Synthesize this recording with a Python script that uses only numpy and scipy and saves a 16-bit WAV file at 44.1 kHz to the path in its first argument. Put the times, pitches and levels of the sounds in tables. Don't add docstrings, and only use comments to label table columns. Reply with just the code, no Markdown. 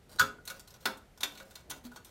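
import sys
import numpy as np
from scipy import signal
from scipy.fft import rfft, irfft
from scipy.io import wavfile
from scipy.ndimage import uniform_filter1d

SR = 44100
rng = np.random.default_rng(int(sys.argv[2]) if len(sys.argv) > 2 else 0)


def transcribe(signal):
    frames = np.atleast_2d(signal).T
    limited = np.clip(frames, -1, 1)
    pcm = np.round(limited * 32767).astype(np.int16)
    wavfile.write(sys.argv[1], SR, pcm)


N = 92610


def amp(db):
    return 10 ** (np.asarray(db) / 20)


def unit(x):
    return x / np.sqrt(np.mean(x ** 2) + 1e-20)


def curve_at(points, hz):
    freq_hz, value = np.transpose(points)
    return np.interp(np.log(hz + 1), np.log(freq_hz + 1), value)


def add(mix, start_s, sound):
    part = mix[max(round(start_s * SR), 0):][:len(sound)]
    part += sound[:len(part)]


def gate(start_s, length_s, ramp_s):
    t = np.arange(N) / SR
    return np.clip(np.minimum(t - start_s, start_s + length_s - t) / ramp_s, 0, 1)


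def colour(x, *curves, size=2048):
    hz = abs(np.fft.fftfreq(size, 1 / SR))
    log_gain = np.log(amp(sum(curve_at(curve, hz) for curve in curves)))
    taps = np.fft.ifft(np.exp(np.conj(signal.hilbert(log_gain)))).real
    return signal.fftconvolve(x, taps[:size // 2])[:len(x)]


def ring(pitches_hz, levels_db, t60s_s, t, rise_s=0.0013):
    modes = zip(pitches_hz, levels_db, t60s_s)
    partials = sum(amp(db - 60 * t / t60_s) * np.sin(2 * np.pi * hz * t) for hz, db, t60_s in modes)
    return (1 - np.exp(-t / rise_s)) * partials


# freq_hz, t60_s
ROOM_DECAY = [(100, .5), (500, 0.42), (1500, 0.28), (4000, 0.27), (8000, 0.26), (15000, 0.2)]
# freq_hz, gain_db
ROOM_SPECTRUM = [(100, 10), (600, -0.5), (1500, -3), (4000, -8), (12000, -8)]


def room(x, wet_db=0, build_s=0.0053, size=256):
    hz, t, noise = signal.stft(rng.standard_normal(SR // 2), SR, nperseg=size)
    t60_s = curve_at(ROOM_DECAY, hz)[:, None]
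    tail_db = wet_db + curve_at(ROOM_SPECTRUM, hz)[:, None] - 60 * t / t60_s
    energy_norm = np.sqrt(np.log(1e6) / (t60_s * SR))
    response = signal.istft(noise * amp(tail_db) * energy_norm, SR, nperseg=size)[1]
    response *= np.minimum(np.arange(len(response)) / SR / build_s, 1) ** 2
    response[0] = 1
    return signal.fftconvolve(x, response)


# freq_hz, relative_db
ROOM_TONE_SPECTRUM = [(21, -30.5), (36, 0), (226, -10), (349, -22.5), (386, -11.5), (524, -17), (769, -19),
                      (1100, -26.5), (1220, -23.5), (2080, -24.5), (2300, -27.5), (14800, -39),
                      (16000, -56)]


def room_tone(rms_db=-61):
    gain = amp(curve_at(ROOM_TONE_SPECTRUM, np.fft.rfftfreq(N, 1 / SR)))
    return amp(rms_db) * unit(irfft(rfft(rng.standard_normal(N)) * gain, N))


# start_s, length_s, gain_db
HAND_RUBS = [(0.063, 0.16, -65.5), (0.264, 0.155, -63.5), (1.267, 0.11, -78), (1.529, 0.117, -74),
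             (1.641, 0.14, -60)]
# freq_hz, gain_db
RUB_SPECTRUM = [(30, -19), (90, 9.5), (250, 14.5), (450, 13.5), (650, 10.5), (1000, -4.5), (2000, -13.5),
                (8000, -32)]


def hand_rubs():
    grip = sum(amp(db) * gate(start_s, length_s, ramp_s=0.015) for start_s, length_s, db in HAND_RUBS)
    return room(colour(rng.standard_normal(N) * grip, RUB_SPECTRUM))[:N]


# start_s, pitch_hz, level_db, t60_s
LOW_THUDS = [(0.200, 94, -37.5, 0.25), (0.212, 156.5, -36.5, 0.17), (0.222, 234, -43, 0.3),
             (0.222, 283, -44.5, 0.31), (0.212, 419.6, -41.5, 0.41), (0.212, 535, -38, 0.3),
             (0.857, 251, -51, 0.14), (0.857, 406.6, -43.5, .3), (0.860, 528, -42.5, 0.3364),
             (1.234, 250, -46.5, 0.16), (1.400, 542.6, -52, 0.47), (0.502, 541, -51.5, 0.32),
             (1.848, 243.6, -39, 0.29)]


def low_thuds(rise_s=0.0091):
    out, t = np.zeros(N), np.arange(SR // 2) / SR
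    for start_s, pitch_hz, level_db, t60_s in LOW_THUDS:
        envelope = np.minimum(t / rise_s, 1) * amp(level_db - 60 * t / t60_s)
        add(out, start_s, envelope * np.sin(2 * np.pi * pitch_hz * t))
    return out


# pitch_hz, relative_db, t60_s
BOWL_MODE_HZ = [782, 1021, 1089, 1180, 1267, 1337, 1400, 1461, 1580, 1627]
BOWL_MODE_DB = [-21, -11, -11, -14, -5.5, -8, -12.5, 2, -6, -10]
BOWL_MODE_T60_S = [0.11, 0.11, 0.084, 0.08, 0.13, 0.22, 0.18, 0.073, 0.11, 0.15]


def bowl_ring(t, purity=1):
    return ring(BOWL_MODE_HZ, purity * np.array(BOWL_MODE_DB), BOWL_MODE_T60_S, t)


def contact_spot(peak_hz, peak_db, half_width_hz=150, spread_db=4.5, step_hz=170.3, treble_hz=4520):
    hz = np.arange(120) * step_hz
    ripple_db = spread_db * np.minimum(hz / treble_hz, 1) * rng.standard_normal(len(hz))
    resonance_db = peak_db / (1 + ((hz - peak_hz) / half_width_hz) ** 2)
    return np.transpose([hz, ripple_db + resonance_db])


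# start_s, length_s, gain_db
COIL_SCRAPES = [(0.087, 0.095, -61.5), (0.463, 0.075, -58.5), (0.532, 0.066, -62.5), (0.677, .10, -69),
                (0.816, 0.054, -62.5), (1.31, 0.13, -62.5), (1.442, 0.11, -67.5), (1.568, 0.052, -67),
                (1.757, 0.037, -66), (1.835, 0.04622, -59), (1.928, 0.04306, -67.5), (2.052, 0.071, -65)]
# freq_hz, gain_db
SCRAPE_SPECTRUM = [(100, 9), (600, 14.5), (2200, 1.5), (3800, 6.5), (7000, 1), (10500, -1.5), (15000, -1)]


def coil_scrapes(slips_per_s=2500, spread_db=2, ring_db=-10):
    slips = rng.standard_normal(N) * (rng.random(N) < slips_per_s / SR)
    slips = unit(slips * amp(spread_db * np.minimum(rng.exponential(1, N), 4)))
    bowl = bowl_ring(np.arange(SR // 3) / SR)
    bowl /= np.linalg.norm(bowl)
    out = np.zeros(N)
    for start_s, length_s, gain_db in COIL_SCRAPES:
        stroke = slips * amp(gain_db) * gate(start_s, length_s, ramp_s=0.0094)
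        out += colour(stroke, SCRAPE_SPECTRUM, contact_spot(peak_hz=3800, peak_db=-0.5))
        out += amp(ring_db) * signal.fftconvolve(stroke, bowl)[:N]
    return room(out)[:N]


# pitch_hz, relative_db, t60_s
COIL_MODE_HZ = [1022, 1970, 2243, 2466, 2717, 3400, 3590, 3705, 4335, 6150, 6820]
COIL_MODE_DB = [-12, -11.5, -13, -22, -14, -12, -7.5, -15, -9.5, -17, -18]
COIL_MODE_T60_S = [0.094, .08, .14, 0.2, 0.18, .11, .07, 0.11, .06, .07, .08]


def coil_ring(t):
    return ring(COIL_MODE_HZ, COIL_MODE_DB, COIL_MODE_T60_S, t)


# freq_hz, gain_db
CLATTER_SPECTRUM = [(40, -22.5), (140, -9.5), (260, 6), (480, 2.5), (900, 10.5), (1600, 8), (1850, 5),
                    (3000, 7), (3600, 11.5), (4500, 7), (5000, 3.5), (6400, 5.5), (8000, 0), (9600, 1),
                    (10400, -6.5), (12300, 1.5), (15500, -8)]


def bowl_clatter(t, contact_s, hardness, tick_hz, peak_db, t60_s=0.053):
    envelope = np.minimum(t / contact_s, 1) * amp(-60 * np.maximum(t - contact_s, 0) / t60_s)
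    burst = rng.standard_normal(len(t)) * envelope
    for _ in range(3):
        spectrum = rfft(burst)
        band_rms = np.sqrt(uniform_filter1d(abs(spectrum) ** 2, 60) + 1e-12)
        burst = irfft(spectrum / band_rms, len(t)) * np.linalg.norm(envelope)
        burst = np.clip(burst, -3 * envelope, 3 * envelope)
    return colour(burst, CLATTER_SPECTRUM, hardness, contact_spot(tick_hz, peak_db))


# start_s, contact_s, body_db, clack_db, edge_db, top_db,
# tick_hz, tick_peak_db, ring_db, ring_lag_s
CABLE_KNOCKS = [ (0.1848, .004, -64, -62.5, -41.5, -49.5, 4020, 21, -33, 0.00292),
                (0.1940, .003, -31.5, -32.5, -24, -25.5, 6830, 7, -13, 0.0032085),
                (0.2050, .002, -43, -33, -60, -46, 4350, 7, -38, .0003),
                (0.2105, .002, -33, -32, -36, -34, 3389, 12, -27.5, 0.00022),
                (0.384, .002, -66, -87, -88, -81, 3600, -8, -49.5, 0.0015),
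                (0.452, .002, -70.5, -62, -56.5, -46, 6201, 8.5, -64, .002),
                (0.4750, .002, -52, -44, -42.5, -35.5, 4277, 12, -48, 0.0018),
                (0.4968, 0.004463, -57, -42, -45, -41, 3830, 2, -37, 0.0058),
                (0.5942, .002, -62, -61, -54.5, -44.5, 4600, 12, -55, 0.002276),
                (0.674, 0.003321, -61, -65, -57.5, -52.5, 4200, 6, -63, 0.002072),
                (0.703, 0.003503, -82, -70, -55, -54, 5830, 7, -75.5, .002),
                (0.7386, 0.0031, -63, -64, -56, -56, 5800, 9, -58, 0.0054),
                (0.802, 0.0098, -73, -69, -60.5, -58, 3900, 3, -68, 0.0022),
                (0.8548, .002, -25, -29, -29.5, -28, 3845, 6.5, -25, .003),
                (0.971, .002, -79, -58, -66, -53, 3700, 5, -74, .002),
                (1.1742, .002, -52.5, -69.5, -58, -54, 5602, 8, -63.5, 0.0021),
                (1.205, 0.0041, -44, -51.5, -42, -40.5, 3674, 6.5, -47.5, 0.016),
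                (1.2311, 0.0026, -33.5, -26, -31, -28.5, 3680, 8.5, -47, 0.0014),
                (1.3495, .003, -68, -59, -57, -55, 4000, 11, -54.5, 0.0085),
                (1.372, 0.0058, -75, -47, -55, -52, 4360, 10, -64, 0.00194),
                (1.398, .003, -46.5, -50, -54, -54, 4140, 3.5, -46.5, 0.0068),
                (1.506, 0.0044, -66.5, -59, -62, -53.5, 3694, 8, -58, 0.0064),
                (1.5537, .002, -51.5, -53, -45, -45.5, 4210, 6, -55, 0.015),
                (1.6972, 0.0058, -46, -47.5, -48, -36, 3460, 8, -71, 0.0025),
                (1.709, 0.002, -40.5, -42, -40, -41, 5800, 14, -43.5, .010),
                (1.848, 0.0026, -60, -59, -57, -50, 4240, 12, -74, 0.0022),
                (1.914, 0.0041, -49.5, -67.5, -63, -61.5, 3600, 1, -49, 0.0055),
                (1.9597, .002, -43, -54, -50.5, -47.5, 4397, 8, -48, 0.011),
                (2.0460, .002, -80, -60, -57.5, -47.5, 5950, 4, -81, 0.001892), ]


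def cable_knocks(hard_db=-31, purity_per_db=0.0279):
    out, t = np.zeros(N), np.arange(SR // 3) / SR
    bands_hz = (1000, 2180, 4520, 8000)
    coil = coil_ring(t)
    for start_s, contact_s, *bands_db, tick_hz, tick_peak_db, ring_db, ring_lag_s in CABLE_KNOCKS:
        hardness = list(zip(bands_hz, bands_db))
        hit = bowl_clatter(t, contact_s, hardness, tick_hz, tick_peak_db)
        _, clack_db, edge_db, _ = bands_db
        add(hit, contact_s / 2, amp((clack_db + edge_db) / 2) * coil)
        add(out, start_s, room(hit))
        purity = 1.5 + purity_per_db * max(hard_db - ring_db, 0)
        bowl = amp(ring_db) * bowl_ring(t, purity)
        add(out, start_s + ring_lag_s, room(bowl, wet_db=-5.5))
    return out


def scene():
    return (cable_knocks() + low_thuds() + coil_scrapes() + hand_rubs() + room_tone())[None]


def record(dry):
    lowpass = signal.firwin(301, 16000, window=("kaiser", 9), fs=SR)
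    return signal.oaconvolve(dry, lowpass[None], "same")


dry = scene()
out = record(dry)
transcribe(out)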